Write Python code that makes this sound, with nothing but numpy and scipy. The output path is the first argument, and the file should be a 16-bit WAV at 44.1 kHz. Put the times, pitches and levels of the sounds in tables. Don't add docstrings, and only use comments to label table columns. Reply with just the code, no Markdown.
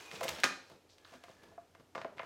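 import sys
import numpy as np
from scipy import signal
from scipy.fft import rfft, irfft, next_fast_len
from scipy.io import wavfile

SR = 44100
rng = np.random.default_rng(int(sys.argv[2]) if len(sys.argv) > 2 else 0)


def persist_wave(psi):
    counts = np.round(np.clip(psi, -1, 1) * 32767).astype(np.int16)
    wavfile.write(sys.argv[1], SR, np.atleast_2d(counts).T)


N = 99225
TIME_S = np.arange(N) / SR


def amp(db):
    return 10 ** (np.asarray(db) / 20)


def unit(x):
    return x / np.sqrt(np.sum(x ** 2) + 1e-20)


def at_hz(points, hz):
    f, v = np.transpose(points)
    return np.interp(np.log(hz + 1), np.log(f), v)


def gain_curve(rows):
    return amp(np.interp(TIME_S, *np.transpose(rows)))


def bins(size):
    return np.arange(size // 2 + 1) * SR / size


def shaped(x, db):
    cepstrum = irfft(np.log(amp(np.maximum(db, -90))))
    size = len(cepstrum)
    cepstrum[1:size // 2] *= 2
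    cepstrum[size // 2 + 1:] = 0
    response = np.exp(rfft(cepstrum))
    return irfft(rfft(x, size) * response)


def coloured(x, points):
    size = 2 * next_fast_len(N // 2 + 1)
    spectrum = rfft(x, size) * amp(at_hz(points, bins(size)))
    return unit(irfft(spectrum)[:N]) * np.sqrt(N)


def hump(hz, centre_hz, bass_fall, treble_fall):
    ratio = ((hz + 1) / centre_hz) ** 8
    bass_loss = bass_fall * np.log2(1 + 1 / ratio)
    treble_loss = treble_fall * np.log2(1 + ratio)
    return -(bass_loss + treble_loss) / 8


def add(out, s, x):
    i = max(int(s * SR), 0)
    out[i:i + len(x)] += x[:N - i]


def swell(middle_s, length_s):
    return np.cos(np.pi * np.clip((TIME_S - middle_s) / length_s, -.5, .5))


def resonated(x, hz, width_hz):
    return signal.lfilter(*signal.iirpeak(hz, hz / width_hz, fs=SR), x)


GRAINS_PER_S, GRAIN_SPREAD_DB = 5600, 2


def grains(size, per_s=GRAINS_PER_S):
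    strength = amp(GRAIN_SPREAD_DB * np.minimum(rng.exponential(1, size), 4))
    slipping = rng.random(size) < per_s / SR
    return strength * rng.choice([-1, 1], size) * slipping


# (time [s], level [dB])
SLIDE = [(0, -51.5), (.1, -56), (.135, -48.5), (.2, -54), (.27, -47), (.315, -47), (.36, -48), (.405, -55),
         (.43, -56), (.62, -70.5), (.72, -63.5), (.8, -78), (1.03, -72.5), (1.07, -62), (1.16, -61.5),
         (1.2, -71.5), (1.3, -63), (1.38, -70), (1.47, -66.5), (1.58, -77.5), (1.93, -78.5), (2.14, -78),
         (2.25, -62)]
# (frequency [Hz], gain [dB])
SLIDE_COLOUR = [(180, -71), (300, 0.5), (685, -3.5), (877, 0.5), (1870, -4.5), (2210, -4.5), (5570, -8),
                (15500, -18)]
SLIDE_GRAINS_PER_S = 5100


def scrape():
    return gain_curve(SLIDE) * coloured(grains(N, SLIDE_GRAINS_PER_S), SLIDE_COLOUR)


CRINKLES_PER_S, CRINKLE_DB = 130, -9
CRINKLE_LOW_HZ, CRINKLE_HIGH_HZ, CRINKLE_WIDTH_HZ = 2320, 7540, 240


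def crinkles(count=8):
    ticks = np.zeros(N)
    for hz in np.geomspace(CRINKLE_LOW_HZ, CRINKLE_HIGH_HZ, count):
        buckles = grains(N, CRINKLES_PER_S / count) + 1e-18
        ticks += resonated(buckles, hz, CRINKLE_WIDTH_HZ)
    return amp(CRINKLE_DB) * gain_curve(SLIDE) * unit(ticks) * np.sqrt(N)


# (time [s], level [dB])
RUB = [(0, -64), (.09, -75.5), (.14, -49.5), (.19, -59.5), (.24, -48.5), (.32, -52), (.36, -58), (.42, -67),
       (.66, -90), (.72, -55.5), (.82, -84), (1.03, -85.5), (1.15, -75), (1.2, -94), (1.31, -66.5),
       (1.38, -78), (1.46, -60), (1.62, -79), (1.72, -78), (1.81, -72.5), (1.93, -90), (1.98, -51.5),
       (2.07, -70), (2.14, -66), (2.25, -63)]
# (frequency [Hz], gain [dB])
RUB_COLOUR = [(60, -12), (150, 1.5), (280, -1.5), (480, 3), (750, -9), (1200, -8.5), (3000, -49)]


def card_rub():
    return gain_curve(RUB) * coloured(grains(N), RUB_COLOUR)


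# (frequency [Hz], gain [dB])
FLOOR = [(15, -58), (25, -9), (91, 1), (169, -7), (313, 1.5), (666, -2.5), (1110, -12.5), (7500, -18.5),
         (13900, -19.5), (15500, -33)]
FLOOR_DB, HUM_HZ, HUM_DB = -67.5, 91, -77.5


def background():
    hum = amp(HUM_DB) * np.sqrt(2) * np.sin(2 * np.pi * HUM_HZ * TIME_S)
    return amp(FLOOR_DB) * coloured(rng.standard_normal(N), FLOOR) + hum


# (middle time [s], length [s], frequency [Hz], width [Hz], level [dB])
SINGING = [(0.12, 0.27, 2487, 44.5, -57.5), (1.293, 0.74, 1710, 54.3, -69.5)]


def singing():
    out = np.zeros(N)
    for middle_s, length_s, hz, width_hz, db in SINGING:
        tone = unit(resonated(grains(N), hz, width_hz)) * np.sqrt(N)
        out += amp(db) * swell(middle_s, length_s) * tone
    return out


SPREAD_S = 0.0011254


def contacts(rows, flutter_db, flutter_t60, size=8192):
    out, hz, t = np.zeros(N), bins(size), np.arange(size) / SR
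    sweep = irfft(np.exp(-4j * np.pi * SPREAD_S * np.sqrt(1000 * hz)))
    dying = amp(-60 * t / flutter_t60)
    for s, db, centre_hz, bass_fall, treble_fall in rows:
        echoes = amp(flutter_db) * unit(rng.standard_normal(size) * dying)
        flat = irfft(np.exp(1j * np.angle(rfft(sweep + echoes))))
        pulse = flat * dying ** .25
        knock = unit(shaped(pulse, hump(hz, centre_hz, bass_fall, treble_fall)))
        add(out, s - .0003, amp(db) * np.sqrt(.01 * SR) * knock)
    return out


# (time [s], level [dB], centre [Hz], bass fall [dB/octave], treble fall [dB/octave])
TAPS = [(0.114, -46, 2550, 6.5, 11.5), (0.209, -45, 1500, 10, 5), (0.2115, -41.5, 734, 26, 12.5),
        (0.232, -40, 980, 9.5, 6), (0.2525, -43, 605, 5.5, 15), (0.276, -56, 3620, -2.5, 16),
        (0.281, -36, 3020, 11.5, 14), (0.292, -37.5, 2400, 4.5, 5.5), (0.387, -45.5, 423, -3, 5),
        (0.4016, -45.5, 3570, 2.5, 4.5), (0.689, -64, 5950, -9, 9), (0.699, -58, 600, 8.5, 4.5),
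        (0.898, -68, 4500, 5, 20), (0.983, -61.5, 3970, 3, 9), (1.048, -57.5, 3950, 37, 49),
        (1.050, -58, 1460, 19, 35), (1.138, -54.5, 1200, 1, 8), (1.238, -52.5, 1900, 1.5, 7),
        (1.283, -58, 1200, 4.5, 17), (1.297, -55.5, 680, -1.5, 15), (1.579, -55.5, 1120, 6, 24),
        (1.750, -57.5, 1474, 3, 10.5), (1.9505, -45.5, 1230, 12, 11), (1.9545, -41, 1190, 2, 11),
        (1.963, -50, 560, 8, 10), (1.979, -42, 1170, 3.5, 12), (2.0155, -45, 1770, 2, 12.5),
        (2.0465, -44.5, 1500, 1, 13.5), (2.049, -41.5, 805, 5.5, 21.5), (2.182, -49.5, 1900, 10, 15),
        (2.1942, -42, 2080, 17.5, 23), (2.1965, -41.5, 1270, 6.5, 27), (2.219, -50, 2020, 14, 36),
        (2.232, -48.5, 980, 5, 11)]


def taps():
    return contacts(TAPS, flutter_db=3, flutter_t60=0.059)


# (time [s], length [s], level [dB], centre [Hz], bass fall [dB/octave], treble fall [dB/octave])
RASPS = [(0.153, 0.021, -50, 3800, 11, 19), (0.230, 0.028, -41, 3820, 0.5, 2),
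         (0.287, 0.014, -36.5, 4560, 0.5, 2.5), (0.385, 0.026, -49, 3970, 0, 24),
         (0.893, 0.078, -67.5, 4470, 21.5, 18), (1.12, 0.067, -58, 5000, -3, 9),
         (1.433, 0.017, -60, 497, 3.5, 5), (1.511, 0.024, -65.5, 790, 3.5, 14),
         (1.796, 0.024, -56.5, 260, -2.5, 5.5), (1.951, 0.097, -63.5, 4560, 11, 20.5),
         (2.1695, 0.012, -49.5, 4750, -4, 13)]
RASP_SLIPS_PER_S = 2200


def rasps(size=4096):
    out, t = np.zeros(N), np.arange(size) / SR
    for s, length, db, centre_hz, bass_fall, treble_fall in RASPS:
        fade = np.clip((length - t) / (0.48 * length), 0, 1)
        slips = grains(size, RASP_SLIPS_PER_S) * fade
        chatter = unit(shaped(slips, hump(bins(size), centre_hz, bass_fall, treble_fall)))
        add(out, s, amp(db) * np.sqrt(length * SR) * chatter)
    return out


RADIATION_LOW_HZ = 134


def radiated(x):
    return signal.sosfilt(signal.butter(3, RADIATION_LOW_HZ, "high", fs=SR, output="sos"), x)


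def body(x, modes):
    out = x.copy()
    for hz, db, t60 in modes:
        r = amp(-60 / (t60 * SR))
        poles = [1, -2 * r * np.cos(2 * np.pi * hz / SR), r * r]
        ring = signal.lfilter([1, 0, -1], poles, x + 1e-18)
        out += amp(db) * (1 - r * r) / 2 * ring
    return out


# (frequency [Hz], gain [dB], t60 [s])
TRAY_MODES = [(535, 4, 0.039), (661.6, 14, 0.15), (1012, 1.5, 0.051), (1159, 0.5, .1), (2110, 2.5, 0.088)]


def tray_ring(x):
    return body(x, TRAY_MODES)


# (time [s], level [dB], frequency [Hz])
TOCKS = [(0.2115, -38, 677), (0.219, -32.5, 517), (0.2405, -37, 544), (1.128, -47, 697), (1.151, -50, 253),
         (1.240, -49.5, 700), (1.303, -56.5, 668), (1.579, -39.5, 687)]
TOCK_ATTACK_S, TOCK_T60_S = 0.0012, 0.1


def tocks():
    out = np.zeros(N)
    attack = 1 - np.exp(-TIME_S / TOCK_ATTACK_S)
    for s, db, hz in TOCKS:
        decay = amp(db - 60 * TIME_S / TOCK_T60_S)
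        add(out, s, decay * attack * np.sin(2 * np.pi * hz * TIME_S))
    return out


BUMP_S, BUMP_LENGTH_S, BUMP_HZ, BUMP_DB = 0.34, 0.084, 76.2, -57


def bump():
    return amp(BUMP_DB) * swell(BUMP_S, BUMP_LENGTH_S) * np.sin(2 * np.pi * BUMP_HZ * TIME_S)


# (time [s], level [dB], centre [Hz], bass fall [dB/octave], treble fall [dB/octave])
SNAPS = [(0.4356, -25, 1730, 10.5, 10), (0.4405, -26.5, 1370, 6, 8.5), (0.4408, -27, 5420, 7.5, 13.5),
         (0.4445, -44, 1716, 8.5, 7.5), (0.462, -41.5, 990, 4, 11), (0.507, -57.5, 393, 0.5, 7)]
# (frequency [Hz], gain [dB], t60 [s])
BOX_MODES = [(183, 12, 0.046), (258.6, 16, 0.098), (335, 8, 0.13), (499, -3.5, 0.072), (1236, -2.5, 0.14),
             (1433, -3, 0.074), (1605, 2, 0.043), (2433, 4.5, 0.04), (3162, 9.5, 0.26), (4700, 1.5, .04)]


def snaps():
    return body(radiated(contacts(SNAPS, flutter_db=3.5, flutter_t60=0.071)), BOX_MODES)


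# (frequency [Hz], t60 [s])
ROOM_T60 = [(100, 0.39), (260, 0.35), (700, 0.43), (1800, 0.36), (5000, 0.52), (13000, 0.2)]
# (frequency [Hz], gain [dB])
ROOM_COLOUR = [(100, 6), (260, 4.5), (700, 3), (1900, 2), (3500, -1.5), (7000, 0.5), (14000, 1.5)]
ROOM_DB, FIRST_ECHO_S = -9.5, 0.01


def room(x, size=32768):
    t, hz = np.arange(size) / SR, bins(size)
    white, tail = rfft(rng.standard_normal(size)), np.zeros(size)
    for centre in 62.5 * 2 ** np.arange(9):
        share = np.clip(1 - abs(np.log2((hz + 1) / centre)), 0, 1)
        band = irfft(white * share * amp(at_hz(ROOM_COLOUR, hz)))
        tail += band * amp(-60 * t / at_hz(ROOM_T60, centre))
    fade_in = np.clip(t / FIRST_ECHO_S - .5, 0, 1)
    return amp(ROOM_DB) * signal.fftconvolve(x, unit(tail * fade_in))[:N]


TOCK_ROOM_DB = -7


def scene():
    rubbing = scrape() + card_rub() + crinkles()
    touches = radiated(taps() + rasps())
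    hollow = tocks()
    box = snaps()
    direct = rubbing + singing() + tray_ring(touches) + hollow + bump() + box
    reflected = room(rubbing + touches + amp(TOCK_ROOM_DB) * hollow + box)
    return (direct + reflected + background())[None]


# (frequency [Hz], gain [dB])
MIC_COLOUR = [(2800, -1), (6500, -3), (9000, -6), (15000, -8.5)]
MIC_LOW_HZ, CUTOFF_HZ = 32, 15900


def record(dry, size=131072):
    x = shaped(dry[0], at_hz(MIC_COLOUR, bins(size)))[None, :N]
    x = signal.sosfilt(signal.butter(2, MIC_LOW_HZ, "high", fs=SR, output="sos"), x)
    return signal.sosfilt(signal.ellip(10, .2, 70, CUTOFF_HZ, fs=SR, output="sos"), x)


dry = scene()
out = record(dry)
persist_wave(out)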